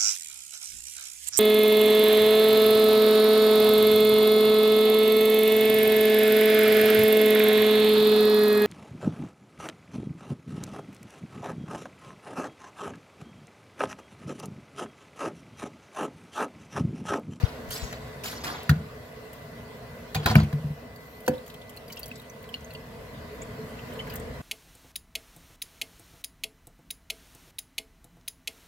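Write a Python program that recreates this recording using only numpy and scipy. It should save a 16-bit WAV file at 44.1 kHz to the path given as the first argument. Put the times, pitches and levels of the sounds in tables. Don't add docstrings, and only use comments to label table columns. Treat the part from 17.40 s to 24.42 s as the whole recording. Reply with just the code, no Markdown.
import sys
import numpy as np
from scipy import signal
from scipy.fft import rfft, irfft
from scipy.io import wavfile
from scipy.ndimage import uniform_filter1d

SR = 44100
rng = np.random.default_rng(int(sys.argv[2]) if len(sys.argv) > 2 else 0)


def elevation(decibels):
    levels = np.asarray(decibels, float)
    return 10 ** (levels / 20)


def persist_wave(psi):
    counts = np.round(np.clip(psi, -1, 1) * 32767).astype(np.int16)
    wavfile.write(sys.argv[1], SR, np.atleast_2d(counts).T)


N = 309449


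def evened(x):
    return x / np.sqrt(np.mean(x ** 2) + 1e-20)


def smooth_noise(shape, size):
    return evened(uniform_filter1d(rng.standard_normal(shape), size=size))


def read(points, hz):
    f, value = np.transpose(points)
    return np.interp(np.log(hz + 1), np.log(f + 1), value)


def add(mix, s, sound):
    part = mix[..., round(s * SR):][..., :sound.shape[-1]]
    part += sound[..., :part.shape[-1]]


def coloured(x, points):
    gain = elevation(read(points, np.fft.rfftfreq(x.shape[-1], 1 / SR)))
    return irfft(rfft(x) * gain, x.shape[-1])


def ring(hz, t60, rise, size):
    t = np.arange(size) / SR
    fade = elevation(-60 * t / max(t60, .004))
    return np.sin(2 * np.pi * hz * t) * fade * (1 - np.exp(-t / rise))


def wander(per_s):
    t = np.arange(0, N + 256, 256) / SR
    rates = np.geomspace(.3, 1, num=12) * per_s
    slow = sum(np.sin(2 * np.pi * (f * t + rng.random())) / np.sqrt(f) for f in rates)
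    return evened(np.interp(np.arange(N) / SR, t, slow))


def patches(shape, size):
    over_pitch = uniform_filter1d(rng.standard_normal(shape), size=5, axis=0)
    return evened(uniform_filter1d(over_pitch, size=size, axis=1))


def mottled(x, patchy_db):
    z = signal.stft(x, nperseg=256, noverlap=192)[2]
    z = z * elevation(patchy_db * patches(z.shape, size=12))
    return signal.istft(z, nperseg=256, noverlap=192)[1][:N]


# f/Hz, likeness [0 to 1]
PORT_LIKENESS = [(60, 0.98), (130, 0.99), (290, 0.93), (640, 0.61), (1410, 0.048), (3100, 0.035),
                 (6820, 0.1), (15000, 0.61)]
# f/Hz, level/dB
PORT_LEAN = [(60, 1.5), (180, -0.2), (550, -0.8), (1650, 0.35), (4970, -0.1), (15000, 3)]


def ports(x):
    hz, _, z = signal.stft(x, SR, nperseg=256, noverlap=192)
    same = np.clip(read(PORT_LIKENESS, hz), 0, 1)[:, None]
    lean = elevation(read(PORT_LEAN, hz) / 2)[:, None]
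    scatter = 1.36 * np.tanh(2.4 * patches(z.shape, size=30))
    side = 1j * np.sqrt((1 - same) / (1 + same)) * scatter
    both = z * np.array([lean * (1 + side), (1 - side) / lean])
    return signal.istft(both, nperseg=256, noverlap=192)[1][:, :N]


def diffuse(colour_db, patchy_db, size=2048):
    frames, hz = 4 * N // size + 5, np.fft.rfftfreq(size, 1 / SR)
    a, b, c, d, drift = rng.standard_normal((frames, len(hz), 5)).T
    drift = evened(uniform_filter1d(uniform_filter1d(drift, size=9, axis=0), size=8, axis=1))
    same = np.clip(read(PORT_LIKENESS, hz), 0, 1)[:, None]
    left = a + 1j * b
    right = same * left + np.sqrt(1 - same ** 2) * (c + 1j * d)
    z = np.array([left * elevation(read(PORT_LEAN, hz))[:, None], right])
    z = z * elevation(colour_db(hz)[:, None] + patchy_db * drift)
    return evened(signal.istft(z, nperseg=size, noverlap=3 * size // 4)[1][:, :N])


# f/Hz, t60/s
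ECHO_TIMES = [(100, 0.13), (1000, 0.45), (4000, 0.16), (12000, 0.13)]


def room(x):
    taps = np.zeros((2, SR // 2))
    at = np.arange(100, SR // 2 - 20, 20)
    at = at + rng.integers(0, 20, (2, len(at)))
    np.put_along_axis(taps, at, rng.choice([-1., 1.], at.shape), 1)
    hz, t, z = signal.stft(taps, SR, nperseg=256)
    tail = signal.istft(z * elevation(-60 * t / read(ECHO_TIMES, hz)[:, None]), SR, nperseg=256)[1]
    return signal.fftconvolve(x[None], tail / np.linalg.norm(tail[0]), axes=1)[:, :N]


# t/s, level/dB
DRONE_LEVEL = [(0, -38.5), (.92, -40.5), (1.64, -43), (2.7, -42), (3.62, -45.5), (4.1, -45), (5.02, -45),
               (5.6, -41.5), (6.2, -39), (6.75, -37), (7.02, -38.5)]


def drone_level():
    return np.interp(np.arange(N) / SR, *np.transpose(DRONE_LEVEL))


# f/Hz, level/dB
DRONE_COLOUR = [(15, -42), (25, -18), (40, -40), (58, -7.5), (124, -4), (188, -5.5), (237, -5),
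                (392, -13.5), (429, -2), (579, -7), (649, -8), (1410, -16), (2040, -15.5), (2400, -24.5),
                (6000, -36), (7800, -33), (13200, -120)]
# f/Hz, width/Hz, level/dB
ROOM_PEAKS = [(58.3, 26.6, 11.5), (136.6, 50, 7.5), (235.4, 13, 8), (363, 120, -0.5), (437.4, 21.3, 8),
              (499.2, 11, 5.5), (657, 61, 6), (825, 180, -7.5), (972, 380, 5.5), (1290, 27, -6),
              (1499, 30, 6.5)]


def drone(level_db, swell_db):
    t = np.arange(N) / SR

    def colour_db(hz):
        humps = sum(db / (1 + (2 * (hz - f) / width) ** 2) for f, width, db in ROOM_PEAKS)
        return read(DRONE_COLOUR, hz) + humps

    noise = diffuse(colour_db, patchy_db=1.5)
    rumble = signal.sosfiltfilt(signal.butter(2, 160, fs=SR, output="sos"), noise)
    middle = signal.sosfiltfilt(signal.butter(2, [600, 950], "band", fs=SR, output="sos"), noise)
    rumble_db = -0.7 + 0.11 * swell_db + 0.4 * wander(2.2)
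    middle_db = -1.0 - 0.23 * swell_db
    out = elevation(level_db) * (noise + (elevation(rumble_db) - 1) * rumble + (elevation(middle_db) - 1) * middle)
    deep = signal.sosfiltfilt(signal.butter(3, 51.6, fs=SR, output="sos"), out)
    deep_db = -7 + 2.5 * abs(t - 1.6)
    return out + (elevation(deep_db) - 1) * deep


# f/Hz, level/dB
HISS_COLOUR = [(1470, -23), (2500, 3.5), (3800, -1), (4140, 1.5), (7030, -11.5), (12300, -8.5),
               (14500, -9.5), (16100, -15), (16500, -42)]


def hiss(swell_db):
    level_db = -56.5 + 0.47 * swell_db + 0.46 * wander(1.99)
    return elevation(level_db) * diffuse(lambda hz: read(HISS_COLOUR, hz), patchy_db=3.0, size=1024)


# f/Hz, width/Hz, level/dB
APPLIANCE = (670, 250, -59)


def appliance():
    centre_hz, width_hz, db = APPLIANCE
    level_db = db + 4.5 - 1.3 * np.arange(N) / SR

    def colour_db(hz):
        return -30 * np.log10(1 + (2 * (hz - centre_hz) / width_hz) ** 2)

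    return elevation(level_db) * diffuse(colour_db, patchy_db=3.0)


# f/Hz, level/dB
MOTOR_TONES = [(2005, -60.5), (2490, -74.5), (4000, -84)]


def whine():
    out = np.zeros((2, N))
    for hz, db in MOTOR_TONES:
        drift, swell = smooth_noise((1, N), 2500)[0], smooth_noise((1, N), 2500)[0]
        turn = 2 * np.pi * np.cumsum(hz * (1 + 0.0006 * drift)) / SR
        out += elevation(db + 3.5 + 2.5 * swell) * np.sin(turn + np.array([[0], [1.4]]))
    return out


def kitchen():
    level_db = drone_level()
    swell_db = level_db - level_db.mean()
    return drone(level_db, swell_db) + hiss(swell_db) + appliance() + whine()


# t/s, body level/dB, body t60/s, fizz level/dB, fizz t60/s
LUMPS = [(0, -43.5, 0.68, -55.5, 1), (0.287, -62, .1, -51, 0.11), (0.3069, -43.5, 0.28, -39, 0.68),
         (.322, -59, 0.69, -43.5, 0.97), (0.41, -43, 0.21, -59, 0.21), (.526, -39, 0.064, -35, 0.035),
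         (0.835, -54, 0.78, -37.5, 0.7), (0.91, -46, 0.95, -46.5, 0.3), (1.036, -39.5, 0.97, -42.5, 0.58),
         (1.065, -37.5, 0.47, -45.5, 0.56), (2.75, -40.5, 0.4, -49, 0.28), (2.829, -44, 0.7, -56, 0.5),
         (2.862, -27, 0.24, -40.5, 0.37), (2.906, -48, 0.18, -47, .25), (2.96, -37, 0.37, -45, 0.34),
         (3.6, -74, .5, -66, 1)]
# f/Hz, level/dB
BODY_COLOUR = [(180, -21), (300, -5), (364, -4.5), (441, -9.5), (605, -10), (684, -5.5), (1650, -10),
               (4620, -16), (8000, -37), (10400, -70), (17600, -120)]
FIZZ_COLOUR = [(2060, -3.5), (3500, -3.5), (4600, -1.5), (7570, -7), (8190, -19), (12300, -11),
               (15700, -18), (16200, -32), (16500, -46)]


def slosh():
    out, t = np.zeros(N), np.arange(20000) / SR
    top_hz, top_drain = 7000, 0.58
    for s, body_db, body_t60, fizz_db, fizz_t60 in LUMPS:
        noise = rng.standard_normal((2, len(t))) * elevation(0.7 * smooth_noise((2, len(t)), 120))
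        body = evened(coloured(noise[0], BODY_COLOUR)) * elevation(body_db - 60 * t / body_t60)
        fizz = evened(coloured(noise[1], FIZZ_COLOUR))
        top = coloured(fizz, [(1.1 * top_hz, -40), (1.11 * top_hz, 0)])
        lower = (fizz - top) * elevation(fizz_db - 60 * t / fizz_t60)
        top = top * elevation(fizz_db + 7.0 - 60 * t / (top_drain * fizz_t60))
        add(out, s, body * (1 - np.exp(-t / 0.001)) + (lower + top) * (1 - np.exp(-t / 0.0018)))
    return out


# t/s, level/dB, f/Hz, length [cycles]
FINGER_BUMPS = [
    (.034, 1, 104, 1.93),
    (.4225, -14, 60, 2.3),
    (.275, -23, 51, 2.1),
]


def bumps():
    out = np.zeros((2, N))
    for s, db, hz, cycles in FINGER_BUMPS:
        u = np.arange(0, cycles, hz / SR)
        push = np.sin(2 * np.pi * u) * (u / cycles) * np.exp(1 - 2.75 * u) * np.e
        add(out, s, -elevation(db) * push * elevation([[0], [-20]]))
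    return out


# t/s, level/dB, f/Hz, snap level/dB
DRIPS = [(1.231, -52, 2780, -50), (3.0354, -41, 2160, -53), (4.063, -57, 3030, -54),
         (4.078, -50, 2150, -53), (4.099, -49, 2720, -57), (4.141, -57, 2600, -55), (4.372, -45, 2780, -56),
         (4.501, -39.5, 2370, -58), (4.5604, -52, 2740, -62), (4.569, -34.5, 2810, -56),
         (4.714, -34, 2590, -62), (4.798, -44.5, 3840, -59), (5.0417, -54, 2570, -73),
         (5.09, -39.5, 3000, -56), (5.1406, -24, 2950, -56), (5.306, -42.5, 2690, -63),
         (5.3493, -37, 2890, -63), (6.591, -40, 2850, -87), (6.6027, -33, 2210, -65),
         (6.6716, -43, 2240, -59), (6.698, -41, 3050, -56), (6.704, -41, 2540, -61),
         (6.737, -48, 2470, -56)]
# t/s, level/dB, f/Hz, snap level/dB
TINKS = [(3.5602, -53, 4620, -57), (3.979, -48.5, 3950, -62), (4.371, -43, 4130, -57),
         (4.4806, -53, 4700, -55), (4.5214, -49, 4700, -50), (4.5265, -41.5, 4680, -47),
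         (4.631, -34.5, 4600, -50), (4.658, -50, 5670, -46), (4.757, -49, 7300, -63),
         (4.897, -46, 5940, -59), (5.1414, -45, 4260, -66), (5.2456, -48, 6400, -66),
         (5.306, -47.5, 4470, -64), (6.018, -39.5, 7250, -71), (6.0268, -46, 7530, -70),
         (6.535, -54, 8400, -56), (6.7585, -56, 7200, -41.5)]
# t/s, level/dB
SNAPS = [(0.305, -41.5), (.8385, -61), (2.954, -40), (3.863, -50), (1.931, -50), (3.8042, -56),
         (3.8792, -34), (4.294, -50), (4.3037, -64), (4.364, -54), (4.596, -45.5), (4.6414, -57),
         (4.679, -53), (4.7786, -58), (4.8178, -56), (5.028, -56), (5.3354, -53.5), (6.798, -59)]


def tick_rows():
    def wall():
        return rng.uniform(2264, 3220)

    def rim():
        return rng.uniform(4150, 4700)

    drips = [(s, db, hz, rim(), db - 28, snap_db) for s, db, hz, snap_db in DRIPS]
    tinks = [(s, db - 11, wall(), hz, db, snap_db) for s, db, hz, snap_db in TINKS]
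    snaps = [(s, db + 1, wall(), rim(), db - 17.5, db) for s, db in SNAPS]
    return drips + tinks + snaps


def ticks():
    out, t = np.zeros(N), np.arange(3000) / SR

    def pair(hz, apart, t60):
        step = 1 + 0.09 * apart
        first = ring(hz, t60, rise=0.0028, size=len(t))
        return first + 0.99 * ring(hz * step, 0.78 * t60, rise=0.00078, size=len(t))

    for s, wall_db, wall_hz, rim_hz, rim_db, snap_db in tick_rows():
        rough = 1 + 0.24 * smooth_noise((2, len(t)), 14)
        apart = rng.uniform(-0.85, 1, 2)
        wall = elevation(wall_db - 0.5) * rough[0] * pair(wall_hz, apart[0], 0.037)
        rim = elevation(rim_db + 5.0) * rough[1] * pair(rim_hz, apart[1], 0.035)
        colour = [(4000, -22), (7000, -10.0), (10500, -5 - 8 * abs(apart[0])), (12000, -2.5), (16000, -8.5)]
        snap = evened(coloured(rng.standard_normal(len(t)), colour))
        add(out, s, wall + rim + snap * elevation(snap_db + 5.0 - 60 * t / 0.048))
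    return out


# t/s, level/dB
PRICKS = [(4.487, -52), (4.561, -48), (4.5935, -33), (4.6315, -44), (4.643, -52), (4.666, -50),
          (4.6815, -41), (4.69, -46), (4.775, -61), (4.781, -53), (6.699, -44), (6.707, -44), (6.721, -55),
          (6.738, -35), (6.756, -33), (2.9537, -29), (.8395, -56), (.307, -44), (.325, -44)]


def pricks():
    out, t = np.zeros(N), np.arange(3000) / SR
    for s, db in PRICKS:
        noise = rng.standard_normal(len(t))
        prick = evened(coloured(noise, [(8000, -30), (11000, -6), (12500, 4), (16000, -6)]))
        add(out, s, prick * elevation(db - 60 * t / 0.025))
    return out


# t/s, level/dB, f/Hz, t60/s
BLADE_HIT = (.335, -45, 7770, .5)


def blade():
    out = np.zeros(N)
    s, db, hz, t60 = BLADE_HIT
    uneven = 1 + .5 * smooth_noise(14000, 200)
    add(out, s, elevation(db) * ring(hz, t60, rise=0.0075, size=14000) * uneven)
    return out


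# t/s, jar level at 1.2-2 kHz/dB, then against it
# level below/dB, level at 2-3 kHz/dB, level above with the treble noise/dB
CONTACTS = [(1.2929, -15, -17, -7, -9.5), (1.3102, -31.5, 1, -10, -10), (2.7455, -30, 0, -1, 2.5),
            (2.7496, -27.5, 1, -7, 1), (2.7606, -39.5, 12, 9.5, -8), (2.8583, -17, -2.5, -6, -5),
            (2.8618, -25, -1, -7, -3), (2.8654, -26, 8, -4, -8), (2.87, -28, 8, -6, -6),
            (2.876, -43, 3, -3, -3), (2.8975, -33, -2, -13, -2), (2.912, -29.5, 12, -27, -10),
            (2.953, -24, 5, -0.5, -18), (2.9994, -37.5, 15, -14, -11), (3.1263, -34.5, 3, -6, -9),
            (3.8772, -25.5, 3.5, -6.5, -14)]
# f/Hz, level/dB, t60/s
JAR_MODES = [(488, -5, 0.13), (717, 7, 0.023), (1015, -6, 0.072), (1425, 5, 0.017), (1515, 6.5, 0.026),
             (1608, -2.5, 0.03), (1800, 1, 0.027), (2240, 11, 0.0085), (2480, 10.5, 0.014),
             (2850, 1.5, 0.025), (3206, 1, 0.038), (3805, 0.5, 0.035), (4070, 1.5, 0.035), (4700, 0, 0.045),
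             (4700, -28, 0.032)]


def cracks():
    out, t = np.zeros(N), np.arange(6000) / SR
    for s, db, low_db, upper_db, high_db in CONTACTS:
        groups_db = low_db, 0, upper_db, high_db
        modes = np.zeros(len(t))
        for hz, mode_db, t60 in JAR_MODES:
            a, b = rng.standard_normal(2)
            group = (hz > 1200) + (hz > 2000) + (hz > 3000)
            tone = ring(hz * (1 + 0.027 * b), t60, rise=0.001, size=len(t))
            late = int(0.0015 * SR * abs(a))
            modes += elevation(mode_db + groups_db[group] + 0.28 * a) * np.sign(b) * np.roll(tone, late)
        modes *= 1 + 0.57 * smooth_noise(len(t), 60)
        balance = [(200, low_db - 30), (450, low_db), (1000, low_db), (1450, -1.0), (1900, -4.0),
                   (2200, upper_db - 19.0), (2900, upper_db - 26.0),
                   (3300, high_db + 6.5), (5500, high_db - 4), (8000, high_db - 28)]
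        contact = coloured(rng.standard_normal(len(t)), balance) * elevation(1.0 - 60 * t / 0.037)
        bright = [(4000, -38), (5500, -2.0), (9000, -6.0), (12000, -1.0), (16300, -1.5)]
        treble = evened(coloured(rng.standard_normal(len(t)), bright)) * elevation(high_db - 0.5 - 60 * t / 0.036)
        add(out, s, elevation(db) * (elevation(-6.0) * modes + contact + treble) * (1 - np.exp(-t / 0.0015)))
    return out


# t/s, level of the middle mode/dB, low modes against it/dB, high modes/dB, damping [factor]
BLOWS = [(1.2931, -11, -8, -39, 1.33), (1.314, -13.5, -7.5, -5.5, 2.6), (1.357, -39, 0.5, -9.5, 1.3),
         (1.394, -35.5, -5, -0.5, 1.03), (2.756, -25, 7.5, -12, 0.56), (2.857, -24, 18, 1, 2.2),
         (2.897, -29, 15, 0.5, 0.45), (2.954, -9, 1, -3.5, 0.94), (2.959, -28, 26.5, -2, 0.73),
         (3.025, -22, 11.5, -11, 0.99)]
# t/s, level/dB, damping [factor]
ROCKS = [
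    (3.132, -19, 0.88),
    (3.198, -32, 0.55),
    (3.243, -22, 1),
    (3.304, -23.5, 1.9),
]
# f/Hz, t60/s
SINK_MODES = [(82, 0.22), (106, 0.079), (146, 0.19), (213, 0.17), (330, 0.35)]


def sink():
    out = np.zeros(N)
    rocks = [(s, db, -2, -16.5, damping) for s, db, damping in ROCKS]
    for s, db, low_db, high_db, damping in BLOWS + rocks:
        detune = 1 + .015 * rng.standard_normal(len(SINK_MODES))
        modes_db = low_db - 21.5, low_db - 5.5, 0, high_db, high_db - 21.0
        for (hz, t60), mode_db, d in zip(SINK_MODES, modes_db, detune):
            boom = ring(hz * d, t60 / damping, rise=0.0042, size=16000)
            add(out, s, -elevation(db + mode_db + 5.0) * boom)
    return out


# t/s, level/dB, f/Hz, t60/s
PINGS = [(1.2935, -35, 1620, .09), (1.2935, -18.5, 1850, 0.032), (2.9535, -11.5, 1520, 0.03),
         (2.9535, -14, 2340, 0.024), (2.955, -17, 2780, 0.019), (2.9545, -20, 1950, .02),
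         (2.96, -30, 4700, .05), (2.762, -28, 2450, .05), (2.752, -27.5, 772, 0.072),
         (2.862, -22, 800, .06), (2.911, -24.5, 750, .1), (2.868, -30, 4100, .07),
         (5.142, -41, 4200, 0.089), (5.35, -41.5, 2800, 0.055), (4.576, -42.5, 3150, .08),
         (2.958, -26, 950, .04), (2.87, -23, 1020, 0.073), (6.021, -46, 2250, .04), (6.389, -45, 2700, .08),
         (6.389, -45.5, 3050, 0.093), (6.5915, -33, 3050, .09), (6.523, -45, 3050, .06),
         (5.349, -43, 4450, .05), (1.308, -30, 1600, .05), (2.965, -27, 620, .1), (2.982, -30, 1350, .06),
         (4.501, -43, 3000, .08), (4.64, -44, 3300, .05), (6.674, -41, 1640, 0.093), (6.7, -42, 4700, .04),
         (6.722, -46, 2900, 0.074), (6.735, -43, 1750, .08), (6.745, -46, 2050, .12)]


def pings():
    out = np.zeros(N)
    for s, db, hz, t60 in PINGS:
        rough = 1 + 0.46 * smooth_noise(5000, 60)
        add(out, s, elevation(db) * ring(hz, t60, rise=0.0012, size=5000) * rough)
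    return out


# t/s, level/dB, f/Hz, t60/s
THRUMS = [
    (1.2938, -3.5, 81.6, .09),
    (1.357, -19, 167, .12),
    (1.373, -18, 90, .08),
    (2.954, -9, 80, 0.11),
    (5.927, -39, 428, .2),
    (6.086, -39, 431, .15),
    (6.187, -34.5, 439, 0.36),
    (6.275, -39, 433, 0.23),
    (6.319, -35.5, 430, .2),
]


def thrums():
    out = np.zeros(N)
    for s, db, hz, t60 in THRUMS:
        add(out, s, elevation(db) * ring(hz, t60, rise=1.1 / hz, size=12000))
    return out


# t/s, level/dB, centre f/Hz, t60/s
SMACKS = [(1.2945, -35, 4770, 0.047), (1.296, -37, 6400, 0.071), (2.8386, -42, 4240, .08),
          (2.886, -39, 4300, .04), (2.899, -32, 4400, .05), (2.9082, -29, 4720, .07),
          (2.9587, -31, 4700, .07), (2.9995, -31, 4500, 0.04), (3.001, -47, 6240, .03),
          (3.864, -39, 4250, 0.039), (3.9368, -41, 3210, 0.06), (3.9517, -47, 3850, 0.069),
          (4.063, -46, 3370, 0.05), (4.078, -47, 6550, .06), (4.1, -37.5, 3700, 0.034),
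          (4.1425, -37, 3260, .035), (4.215, -45, 3580, 0.074), (4.295, -51, 7000, .07),
          (4.523, -39, 5950, 0.061), (4.572, -35, 5300, 0.031), (4.658, -46, 5770, .04),
          (4.756, -49, 7000, .06), (4.7555, -43, 5000, 0.056), (5.04, -40, 1890, 0.046),
          (5.04, -46, 4200, .03), (5.135, -46, 4650, .04), (5.141, -46, 2520, .03), (5.159, -44, 2910, .05),
          (5.207, -45, 6450, .03), (5.349, -48, 4420, .04), (5.35, -42, 3200, .04), (4.574, -42, 3160, .05),
          (4.718, -45, 3170, .05), (2.9546, -30, 2650, 0.038), (6.021, -49, 7500, 0.042),
          (6.543, -48, 8500, .03), (6.595, -47, 3030, .09), (6.021, -39, 530, 0.052),
          (6.6723, -40, 1610, 0.04), (6.7, -48, 2000, 0.045), (6.7005, -40, 4530, 0.036),
          (6.72, -44, 3040, 0.055), (6.7595, -41, 7000, 0.046), (6.797, -40.5, 8100, 0.045)]


def smacks():
    out, t = np.zeros(N), np.arange(3000) / SR
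    for s, db, hz, t60 in SMACKS:
        pole = np.exp(-2 * np.pi * 0.093 * hz / SR)
        slow = signal.lfilter([1], [1, -pole], rng.standard_normal((2, len(t))))
        puff = evened(slow[0] * np.cos(2 * np.pi * hz * t) + slow[1] * np.sin(2 * np.pi * hz * t))
        add(out, s, puff * elevation(db - 5.5 - 60 * t / t60) * (1 - np.exp(-t / 0.00095)))
    return out


# start t/s, end t/s, level/dB
SEEPS = [
    (2.76, 2.955, -54),
    (2.95, 3.042, -50),
    (4.48, 4.748, -49.5),
    (6.665, 6.77, -44.5),
]


def seep():
    out, t = np.zeros(N), np.arange(N) / SR
    level = sum(elevation(db) * (t > a) * (t < b) for a, b, db in SEEPS)
    pops = rng.random(N) < 400 / SR
    size = level * elevation(2.0 * np.minimum(rng.exponential(1, N), 2.5)) * pops
    kind = rng.integers(0, 12, N)
    for k, hz in enumerate(np.geomspace(1500, 6500, num=12)):
        pop = ring(hz, 16 / hz, rise=0.00041, size=1200)
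        out += signal.oaconvolve(size * (kind == k), pop)[:N]
    return out


# start t/s, end t/s, level/dB, f/Hz
SPRAY = (3.58, 4, -63, 13300)


def spray():
    a, b, db, hz = SPRAY
    band = [(.8 * hz, -40), (0.88 * hz, 0), (1.1 * hz, 0), (1.2 * hz, -30)]
    noise = evened(coloured(rng.standard_normal(N), band))
    progress = np.clip((np.arange(N) / SR - a) / (b - a), 0, 1)
    return noise * elevation(db) * np.sqrt(np.clip(np.sin(np.pi * progress), 0, 1))


# t/s, level/dB
BOWL_TAP = (3.879, -14.5)
# f/Hz, level/dB, t60/s
BOWL_MODES = [(150, -4.5, 0.12), (221, -8.5, 0.17), (239, -1, 0.11), (295, -6.5, 0.13), (385, -5, 0.07),
              (88, -11, 0.11), (506, 1.5, 0.17), (528, -25, 0.4), (558, -20, 0.4), (740, -2.5, 0.04),
              (910, 2.5, 0.018), (1709, -27.5, 0.18), (2620, -23, 0.067), (4540, -20, 0.056),
              (6000, -16, 0.021), (6830, -19, 0.024), (8200, -29, 0.04)]


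def clink():
    out = np.zeros(N)
    s, tap_db = BOWL_TAP
    for hz, db, t60 in BOWL_MODES:
        lag = 0.00496 * (hz < 320)
        add(out, s + lag, elevation(tap_db + db) * ring(hz, t60, rise=1.44 / hz, size=20000))
    return out


def scene():
    wet = mottled(slosh(), patchy_db=3.8)
    hard = cracks() + clink()
    small = ticks() + pricks() + blade() + smacks() + seep()
    echo = room(elevation(-7.0) * wet + elevation(-14.5) * hard + elevation(-21.0) * small)
    basin = sink() * elevation([[.4], [-.4]])
    near = ports(wet + hard + small) + ports(pings() + spray())
    return near + basin + echo + bumps() + kitchen() + thrums()


def top_cut(x):
    return signal.sosfilt(signal.butter(12, 16830, fs=SR, output="sos"), x)


def record(dry):
    no_bass = signal.sosfilt(signal.butter(4, 40, "high", fs=SR, output="sos"), dry)
    low_pass = signal.ellip(8, .3, 70, 16000, fs=SR, output="sos")
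    mix = signal.sosfilt(low_pass, np.clip(no_bass, -1, 1))
    return top_cut(mix)


dry = scene()
out = record(dry)
persist_wave(out)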